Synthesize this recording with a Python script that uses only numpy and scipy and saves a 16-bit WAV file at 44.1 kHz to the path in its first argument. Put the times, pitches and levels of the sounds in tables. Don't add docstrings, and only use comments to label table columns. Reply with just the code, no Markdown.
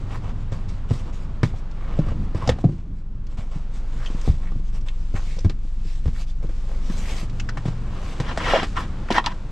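import sys
import numpy as np
from scipy import signal
from scipy.fft import rfft, irfft, next_fast_len
from scipy.io import wavfile
from scipy.ndimage import uniform_filter1d, map_coordinates

SR = 44100
rng = np.random.default_rng(int(sys.argv[2]) if len(sys.argv) > 2 else 0)


def bounce(signal):
    frames = np.transpose(np.atleast_2d(signal))
    limited = np.clip(frames, -1, 1)
    pcm = np.round(limited * 32767).astype(np.int16)
    wavfile.write(sys.argv[1], SR, pcm)


N = 419391

# (start [s], length [s], backing rub [dB], pile hiss [dB])
STROKES = [(0.051, 0.15, -43, -52.5), (0.201, 0.13, -41.5, -56), (0.327, .13, -56, -65),
           (.56, .1, -64, -67), (0.728, 0.078, -56, -73), (0.97, 0.056, -53, -60), (1.023, 0.094, -49, -61),
           (1.167, 0.1, -56, -61), (1.54, 0.069, -64, -56.5), (1.724, 0.34, -43.5, -60),
           (2.01, 0.14, -41, -58), (2.117, 0.18, -51, -62), (2.353, 0.2, -38.5, -53),
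           (2.597, 0.028, -59, -53.5), (2.753, 0.065, -58, -62.5), (2.93, .09, -69, -67),
           (3.28, 0.084, -55, -62), (3.716, 0.08, -56, -53.5), (3.84, 0.33, -50.5, -53),
           (4.153, 0.19, -46, -47.5), (4.364, 0.16, -48.5, -60), (4.607, 0.12, -63, -61),
           (4.72, 0.078, -49.5, -52.5), (4.917, 0.22, -69, -64.5), (5.2, 0.14, -61, -52),
           (5.313, 0.077, -58, -56), (5.81, .2, -58, -52), (6.117, 0.14, -50.5, -47),
           (6.26, 0.07, -56.5, -52.5), (6.537, 0.26, -63, -58), (6.78, 0.49, -46, -43.5),
           (7.027, 0.25, -54, -50), (7.834, 0.32, -43.5, -54), (8.027, 0.13, -58, -50.5),
           (8.385, 0.21, -35, -43), (8.739, 0.11, -37.5, -45.5), (9.11, 0.06, -38, -42)]
# (time [s], backing rub [dB], pile hiss [dB])
GRABS = [(.515, -42.5, -51), (.68, -53, -53), (0.885, -48.5, -52), (0.929, -48, -49.5),
         (1.126, -49.5, -50.5), (1.44, -55, -49), (2.345, -41, -53), (3.37, -42.5, -50.5),
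         (3.509, -44.5, -52.5), (4.859, -51.5, -54), (5.151, -40, -48.5), (6.421, -54, -58),
         (7.654, -42.5, -49.5)]
# (frequency [Hz], level [dB])
BACKING = [(150, -29), (300, -1.5), (600, 3), (800, -1.5), (1100, 3), (1800, -10), (3000, -11.5),
           (6000, -31.5), (12000, -57)]
PILE = [(800, -32.5), (1500, -2.5), (2400, 1.5), (4500, -1), (7800, -5), (9500, -17), (12500, -28.5),
        (15500, -48)]
NAP = [(5000, -18), (8500, 4), (10000, -3.5), (12500, -2), (14000, -11.5), (15500, -35)]


def carpet(fastest_at=0.66, nap_db=-59, hard_db=-44, bump_db=-8, bump_max_db=-37):
    rub, hiss = np.zeros((2, N))
    moves = []
    for start, length, *levels in STROKES:
        angle = np.interp(np.linspace(0, 1, int(length * SR)), [0, fastest_at, 1], [0, np.pi / 2, 0])
        moves.append((start, np.sin(angle) ** 0.99, *levels))
    snatch = dying(np.arange(SR // 2) / SR, t60=0.36, attack=0.0045)
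    moves += [(start, snatch, *levels) for start, *levels in GRABS]
    for start, speed, rub_db, hiss_db in moves:
        add(rub, start, amp(rub_db) * speed)
        add(hiss, start, amp(hiss_db) * speed)
    nap = amp(nap_db) * np.minimum(hiss / amp(hard_db), 1) ** 2
    pull = amp(2.1 * np.tanh(wobble(45)) - 1.5)
    fibres = hiss * weave(coloured(grains(7000, scatter_db=0), PILE), patchy_db=2.5)
    fibres += nap * coloured(rng.standard_normal(N), NAP)
    seams = coloured(spread(grains(35, scatter_db=3), t60=0.015), KNOCK)
    bumps = np.minimum(rub * amp(bump_db), amp(bump_max_db)) * seams
    backing = rub * coloured(grains(2500, scatter_db=3), BACKING)
    return pull * (backing + bumps + fibres)


def weave(x, patchy_db):
    spectra = signal.stft(x, nperseg=512)[2]
    patches = uniform_filter1d(rng.standard_normal(spectra.shape), size=9, axis=0)
    patches = uniform_filter1d(patches, size=9, axis=1)
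    return unit(signal.istft(spectra * amp(patchy_db * unit(patches)), nperseg=512)[1][:N])


# (time [s], thump [dB], floor pitch [Hz], knock [dB], knock pitch [Hz], slap [dB])
THUMPS = [(.521, -21.5, 114, -27, 533, -45.5), (0.908, -10, 107, -20, 437, -36.5),
          (1.431, -7.5, 110, -13, 343, -25), (1.538, -29, 87, -32, 730, -62),
          (1.989, -9.5, 144, -20.5, 570, -37.5), (2.064, -26, 166, -32, 656, -47),
          (2.085, -20.5, 78, -27, 1170, -42), (2.115, -18.5, 101, -24.5, 565, -54),
          (2.347, -15.5, 95, -22.5, 354, -41), (2.475, -14, 92.6, -19.5, 735, -39),
          (2.491, -12.5, 95, -7, 513, -29), (2.515, -15.5, 63, -35, 650, -38),
          (2.586, -35, 110, -32, 715, -45), (2.641, -14.5, 250, -13.5, 700, -42),
          (2.648, -3.5, 122, -23, 310, -59), (2.691, -23, 160, -32, 584, -50),
          (2.725, -25.5, 159, -40, 400, -54), (3.384, -23, 93, -55, 600, -46),
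          (3.556, -20.5, 127, -47, 300, -52), (4.101, -30, 196, -31.5, 425, -52),
          (4.144, -26.5, 173, -39, 596, -61), (4.275, -13, 98, -17.5, 252, -44),
          (4.289, -8, 66, -26.5, 300, -49), (4.518, -33, 150, -38, 1180, -49),
          (4.557, -21.5, 103, -35, 327, -65), (5.141, -19.5, 93, -29, 540, -44),
          (4.341, -40, 150, -37, 320, -48), (4.594, -32, 159, -42, 400, -56),
          (5.367, -36, 148, -38, 420, -60), (5.384, -35, 149, -31, 520, -46),
          (5.497, -34, 152, -25, 383, -37), (5.647, -34, 155, -36, 316, -65),
          (5.851, -34, 140, -43, 330, -58), (5.446, -9.5, 86, -20.5, 312, -36),
          (5.458, -14, 94.5, -23, 256, -57), (6.056, -14, 66.6, -31, 514, -41.5),
          (6.077, -19, 129, -31.5, 460, -41.5), (6.442, -27.5, 150, -30, 377, -62),
          (6.492, -40, 238, -33.5, 487, -44), (6.898, -23, 171, -30.5, 322, -37.5),
          (7.228, -28, 164, -31.5, 566, -47), (7.492, -41, 189, -45, 650, -51),
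          (7.573, -37, 167, -32.5, 613, -37), (7.654, -15, 133, -25, 373, -37),
          (7.68, -18, 120, -26, 404, -38), (8.2, -15.5, 126, -20, 470, -27),
          (8.374, -32, 164, -16, 653, -24), (8.63, -31, 202, -20, 740, -24.5),
          (9.104, -15, 230.2, -13.5, 700, -27), (9.11, -16.5, 243, -14.5, 400, -32)]
# (multiple of the floor pitch, level [dB])
FLOOR_MODES = [(1, 0.5), (1.45, -10.5), (2.1, -11.5)]
# (frequency [Hz], level [dB])
KNOCK = [(80, -6), (200, 7.5), (400, 7.5), (750, 0.5), (1100, -10), (1800, -33), (5000, -53)]
SLAP = [(300, -16), (1100, 9.5), (1850, 2.5), (3200, -2.5), (5000, -5.5), (8000, -12.5), (10000, -26.5),
        (15000, -45)]


def thumps(ring_cycles=7.9, footwell_hz=253.7):
    track, t = np.zeros(N), np.arange(SR // 3) / SR
    footwell = amp(-16) * np.sin(2 * np.pi * footwell_hz * t) * dying(t, t60=0.047, attack=0.0031)
    for start, db, pitch, knock_db, knock_hz, slap_db in THUMPS:
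        floor = sum((-1) ** k * amp(level + rng.normal(0, 1)) * np.sin(2 * np.pi * pitch * ratio * t)
                    for k, (ratio, level) in enumerate(FLOOR_MODES, 1))
        floor *= dying(t, t60=ring_cycles / pitch, attack=0.0042)
        thud, edge = rng.standard_normal((2, len(t)))
        hollow = filtered(thud, lambda hz: 0.57 + band(hz, knock_hz, octaves=1))
        knock = np.sin(2 * np.pi * knock_hz * t) + 0.81 * coloured(hollow, KNOCK)
        slap = coloured(edge, SLAP) * dying(t, t60=0.09, attack=0.00021)
        settle = coloured(thud, RUMBLE) * dying(t, t60=0.4, attack=0.012)
        add(track, start, amp(db - 1.28) * (floor + footwell))
        add(track, start, amp(knock_db - 4.5) * knock * dying(t, t60=0.032, attack=0.00097))
        add(track, start, amp(slap_db - 2.5) * slap)
        add(track, start, amp(db - 21) * settle)
    return track


# (hardest moment [s], build-up [s], easing [s], level [dB], ring pitch [Hz], ring lift [dB])
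PULLS = [(8.31, 0.11, .014, -32, 1205, 0), (8.5, .13, 0.099, -22.5, 2230, 1.5),
         (8.565, 0.061, 0.013, -31, 650, 3), (8.632, .06, .011, -27, 1083, -6),
         (8.766, .008, .016, -31.5, 1190, 16.5), (8.82, 0.037, .03, -38, 1198, -1),
         (9.106, .004, .013, -24.5, 940, 3.5), (9.16, .035, .022, -22, 1630, 6),
         (9.184, 0.008, 0.005, -24, 875, 4), (9.244, 0.003, 0.0076, -34.5, 1050, 11.5),
         (9.264, .003, 0.013, -29, 900, 1), (9.305, 0.025, 0.02, -42.5, 970, 7.5)]
# (centre [Hz], width [Hz], lift [dB])
SHEET = [(653, 67, 7), (780, 39, -3.5), (974, 100, 2.5), (1390, 83, 3.5), (1440, 80, -4), (1940, 110, 1.5),
         (2500, 130, 2.5), (2840, 130, 7.5)]
# (frequency [Hz], level [dB])
RUBBER = [(120, -6), (220, 5), (400, -5), (700, -4.5), (1050, 0), (1600, -5.5), (2300, -9.5), (3300, -12),
          (4500, -17.5), (6000, -22.5), (7800, -29.5), (9000, -38), (12500, -49), (15500, -68.5)]


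def rubber_drags(sag_db_per_s=50, release_db_per_s=999, slip_hz=481.4, db_per_octave=24, grit=0.46):
    (level, track), t = np.zeros((2, N)), np.arange(SR // 3) / SR
    swells = []
    for hardest, build, ease, db, ring_hz, lift_db in PULLS:
        start, late = max(hardest - build, 0), t - build
        fall_db = sag_db_per_s * np.maximum(late, 0) + release_db_per_s * np.maximum(late - ease, 0)
        swell = np.minimum(t / build, 1) ** 1.2 * amp(db - fall_db)
        swells.append((start, swell, ring_hz, lift_db))
        add(level, start, swell)
    level_db = 20 * np.log10(level + 1e-4)
    rate = slip_hz * 2 ** ((level_db + 20) / db_per_octave)
    slips = np.cumsum(rate * np.exp(0.25 * wobble(150))) / SR
    jerks = np.diff(np.floor(slips), prepend=0) * np.sqrt(SR / (rate + 1)) * amp(rng.standard_normal(N))
    contact = 2 * np.pi * np.cumsum(9 + 4 * wobble(20)) / SR
    blend = [wave(angle) / np.sqrt(2) for angle in (contact, np.e * contact) for wave in (np.cos, np.sin)]
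    ringing = sum(share * spread(jerks, t60=0.012) for share in blend)
    puffs = 2 * np.exp(-2 * (slips % 1)) * rng.standard_normal(N)
    judder = amp(wobble(130)) * (ringing + grit * puffs)

    def sheet(hz):
        return amp(sum(db / (1 + (2 * (hz - centre) / width) ** 2) for centre, width, db in SHEET))

    rasp = coloured(filtered(judder, sheet), RUBBER)
    for start, swell, ring_hz, lift_db in swells:
        piece = rasp[round(start * SR):][:len(t)]
        piece = piece * swell[:len(piece)]
        add(track, start, filtered(piece, lambda hz: amp(lift_db * band(hz, ring_hz, octaves=0.31))))
    return track


# (start [s], length [s], level [dB], pitch [Hz])
SQUEAKS = [(2.408, 0.05, -35.5, 1110), (4.059, 0.021, -37.5, 3200), (8.532, 0.018, -19, 582),
           (8.543, 0.04, -20.5, 661), (8.749, 0.036, -33, 1294), (9.143, 0.024, -25, 1641),
           (9.159, 0.027, -20.5, 953), (9.178, 0.012, -22, 1001), (9.26, 0.017, -23, 984)]


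def squeaks(sag=0.069, waver_hz=70, rough_db=7, overtone_db=-15):
    track = np.zeros(N)
    waver, roughness = waver_hz * wobble(900), amp(rough_db * wobble(300))
    for start, length, db, pitch in SQUEAKS:
        progress = np.linspace(0, 1, int(length * SR))
        now = round(start * SR) + np.arange(len(progress))
        phase = 2 * np.pi * np.cumsum(pitch * (1 - sag * progress) + waver[now]) / SR
        tone = np.sin(phase) + amp(overtone_db) * np.sin(2 * phase)
        add(track, start, amp(db) * np.sin(np.pi * progress) * roughness[now] * tone)
    return track


# (time [s], relative level [dB], pitch [Hz])
TICKS = [(.527, -35, 3980), (.691, -35, 5130), (1.432, -13.5, 1970), (1.451, -31, 4000),
         (1.713, -39.5, 5060), (2.475, -16.5, 5040), (2.491, -8.5, 3430), (2.492, -16, 1260),
         (2.495, -24.5, 8500), (3.268, -38, 4470), (4.060, -24, 3130), (4.213, -29, 6000),
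         (4.811, -40, 5000), (4.885, -23, 3100), (5.286, -45, 2300), (5.389, -27.5, 5070),
         (5.405, -34.5, 6000), (5.496, -24.5, 3700), (7.297, -33.5, 3900), (6.467, -43, 4000),
         (7.398, -18.5, 2520), (7.399, -25, 5600), (7.489, -14.5, 1570), (7.491, -23, 4860),
         (7.572, -16.5, 1460), (8.403, -14.5, 1240), (8.806, -17, 1200), (9.086, -19, 1395),
         (9.123, -14, 3640), (9.182, -20, 2699), (9.241, -24, 3400), (9.261, -9.5, 3707)]
# (frequency [Hz], level [dB])
TRIM = [(300, -17), (900, 7), (2000, 3.5), (4000, -4.5), (7000, -5), (10000, -21), (15000, -40)]


def trim_ticks():
    track, t = np.zeros(N), np.arange(SR // 6) / SR
    for start, db, pitch in TICKS:
        ring = filtered(rng.standard_normal(len(t)), lambda hz: 0.071 + band(hz, pitch, octaves=0.48))
        add(track, start, amp(db - 12) * coloured(ring, TRIM) * dying(t, t60=0.039, attack=0.00032))
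    return track


# (start [s], length [s], level [dB], centre [Hz])
SCRAPES = [(0.138, 0.033, -41.5, 970), (1.794, .15, -53.5, 1110), (3.981, 0.081, -49.5, 1230),
           (4.431, .075, -55.5, 1880), (5.152, 0.028, -44, 1670), (5.197, 0.039, -53, 1190),
           (6.146, 0.038, -52.5, 1370), (6.401, 0.071, -50, 407), (6.636, .15, -50, 385),
           (5.256, 0.13, -56, 2300), (7.002, 0.15, -51, 2370)]


def scrapes():
    track = np.zeros(N)
    snaps = spread(grains(380, scatter_db=1.5), t60=0.0067)
    for start, length, db, centre in SCRAPES:
        piece = snaps[round(start * SR):][:int(length * SR)]
        scratch = filtered(piece, lambda hz: band(hz, centre, octaves=0.76) ** 1.64)
        swell = np.sqrt(abs(np.sin(np.linspace(0, np.pi, len(scratch)))))
        add(track, start, amp(db) * unit(scratch * swell))
    return track


def friction():
    return carpet() + scrapes() + trim_ticks() + rubber_drags()


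# (time [s], relative level [dB])
IDLE_LEVEL = [(0.0, -29), (0.5, -26.5), (1.77, -27), (1.93, -22.5), (2.81, -30.5), (4.16, -22),
              (7.02, -22.5), (7.28, -26), (9.48, -30), (9.51, -29)]
# (time [s], firing rate [Hz])
FIRING_RATE = [(0, 21.95), (7.7, 22.3), (8.3, 22.7), (9.51, 21.7)]
# (multiple of the firing rate, level [dB])
BOOM = [(1, 2), (2, -8.5), (3, -21), (4, -23), (5, -26.5), (6, -28), (7, -42)]


def engine_idle():
    phase = 2 * np.pi * np.cumsum(curves(FIRING_RATE)[0]) / SR
    boom = sum(amp(db + 0.58 * wobble(6)) * np.sin(k * phase + 2 * np.pi * rng.random()) for k, db in BOOM)
    return amp(curves(IDLE_LEVEL)[0] + 0.5) * unit(boom)


# (frequency [Hz], level [dB])
RUMBLE = [(12, -8.5), (28, 1.5), (50, 2.5), (75, 0), (110, -2), (140, -3), (180, -6), (250, -12.5),
          (330, -20), (600, -38), (1300, -81)]
# (time [s], relative level [dB])
RUMBLE_LEVEL = [(0.0, -33.5), (1.83, -35), (1.96, -32.5), (2.62, -29), (2.89, -38), (4.34, -39.5),
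                (6.2, -41), (7.15, -34.5), (7.71, -33.5), (8.26, -33.5), (8.66, -31), (9.51, -39)]


def rumble():
    noise = coloured(rng.standard_normal(N), RUMBLE)
    return noise * amp(curves(RUMBLE_LEVEL)[0] + 1.5 + 2.1 * wobble(14))


# (start [s], length [s], pitch [Hz], level [dB])
HUM = [(-.4, 1.63, 105.7, -33), (7.153, 0.84, 116.4, -33)]


def hum(sag_hz_per_s=4.5):
    track, t = np.zeros(N), np.arange(N) / SR
    for start, length, pitch, db in HUM:
        swell = np.sqrt(abs(np.sin(np.pi * np.clip((t - start) / length, 0, 1))))
        phase = 2 * np.pi * np.cumsum(pitch - sag_hz_per_s * (t - start)) / SR
        track += amp(db) * swell * np.sin(phase)
    return track * amp(0.71 * wobble(5.2))


# (time [s], airy wash [dB], sleeves and upholstery [dB])
SURROUND = [(0.0, -46, -57.5), (0.37, -47.5, -71), (1.65, -48, -75), (2.57, -46.5, -62), (2.75, -56, -68),
            (3.07, -58.5, -75), (4.18, -44.5, -53.5), (4.37, -53, -58), (4.62, -55, -63),
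            (4.95, -54.5, -60.5), (5.33, -53, -51), (5.54, -56.5, -63.5), (6.04, -56, -59),
            (6.38, -57.5, -62.5), (6.52, -52.5, -56.5), (7.1, -44, -56.5), (7.28, -48, -58),
            (7.95, -44.5, -57.5), (8.48, -37, -51), (8.69, -45, -52.5), (9.05, -42.5, -57.5),
            (9.51, -47.5, -58)]
# (frequency [Hz], level [dB])
WASH = [(180, -25), (300, -6), (480, -7.5), (700, -11), (1150, -11), (2000, -20.5), (3200, -24.5),
        (7500, -37), (10000, -47), (15500, -92)]


def wash_and_rustle():
    wash_db, rustle_db = curves(SURROUND)
    wash = coloured(rng.standard_normal(N), WASH) * amp(wash_db - 1.37)
    rustle = coloured(grains(5000, scatter_db=0), PILE) * amp(rustle_db - 2 + 2.5 * wobble(12))
    return wash + rustle


# (frequency [Hz], time to fall 60 dB [s])
CABIN_T60 = [(100, 0.17), (500, 0.11), (3000, 0.1), (10000, 0.042)]


def cabin(x):
    hz, t, spectra = signal.stft(rng.standard_normal((2, SR // 4)), SR, nperseg=256)
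    decay = amp(-60 * t / along(CABIN_T60, hz)[:, None])
    tails = signal.istft(spectra * decay, SR, nperseg=256)[1]
    return signal.fftconvolve(x[None], tails / np.linalg.norm(tails[0]), axes=1)[:, :N]


def amp(db):
    return 10 ** (np.asarray(db) / 20)


def unit(x):
    return x / np.sqrt(np.mean(x ** 2) + 1e-20)


def along(points, hz):
    freqs, values = np.transpose(points)
    return np.interp(np.log(hz + 1), np.log(freqs + 1), values)


def curves(rows):
    times, *columns = np.transpose(rows)
    return [np.interp(np.arange(N) / SR, times, column) for column in columns]


def wobble(rate):
    knots = rng.standard_normal(int(N * rate / SR) + 4)
    fine = np.arange(10 * len(knots)) / 10
    return np.interp(np.arange(N) * rate / SR, fine, map_coordinates(knots, [fine]))


def band(hz, centre, octaves):
    return 1 / (1 + (np.log2((hz + 1) / centre) / octaves) ** 2)


def filtered(x, response):
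    n = x.shape[-1]
    padded = next_fast_len(n + 8192, True)
    return irfft(rfft(x, padded) * response(np.fft.rfftfreq(padded, 1 / SR)), padded)[..., :n]


def coloured(x, spectrum):
    return unit(filtered(x, lambda hz: amp(along(spectrum, hz))))


def dying(t, t60, attack):
    shape = (1 - np.exp(-t / attack)) * np.exp(-np.log(1000) * t / t60)
    return shape / shape.max()


def grains(rate, scatter_db):
    snaps = (rng.random(N) < rate / SR) * rng.standard_normal(N)
    return unit(snaps * amp(scatter_db * rng.standard_normal(N)))


def spread(x, t60):
    t = np.arange(SR // 25) / SR
    ring = rng.standard_normal(len(t)) * dying(t, t60, attack=0.00022)
    return signal.oaconvolve(x, ring / np.linalg.norm(ring))[:N]


def add(track, start, sound):
    part = track[round(start * SR):][:len(sound)]
    part += sound[:len(part)]


# (frequency [Hz], level [dB])
SIDE_COLOUR = [(25, -19), (150, -41), (250, -27), (500, -18.5), (1000, -14), (2500, -11), (5000, -13.5),
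               (10000, -8.5)]
# (time [s], side gain [dB])
SIDE_GAIN = [(0, -44), (.65, -44), (1.0, -23), (1.75, -3), (1.86, -50), (2.4, -33), (2.8, -12.5), (3.7, -5),
             (5, 5), (9.51, 3.5)]


def scene(cabin_db=-12.5, lean_db=-35):
    handling = friction() + thumps() + squeaks()
    cabin_mid, cabin_side = amp(cabin_db) * cabin(handling)
    mid = handling + cabin_mid + wash_and_rustle() + engine_idle() + rumble() + hum()
    second_layer = friction() + wash_and_rustle() + rumble() + cabin_side
    second_layer = filtered(second_layer, lambda hz: amp(along(SIDE_COLOUR, hz)))
    side = amp(curves(SIDE_GAIN)[0]) * (second_layer + amp(lean_db) * mid)
    return np.array([mid + side, mid - side])


def record(dry, top_hz=15750):
    return filtered(dry, lambda hz: hz < top_hz)


dry = scene()
out = record(dry)
bounce(out)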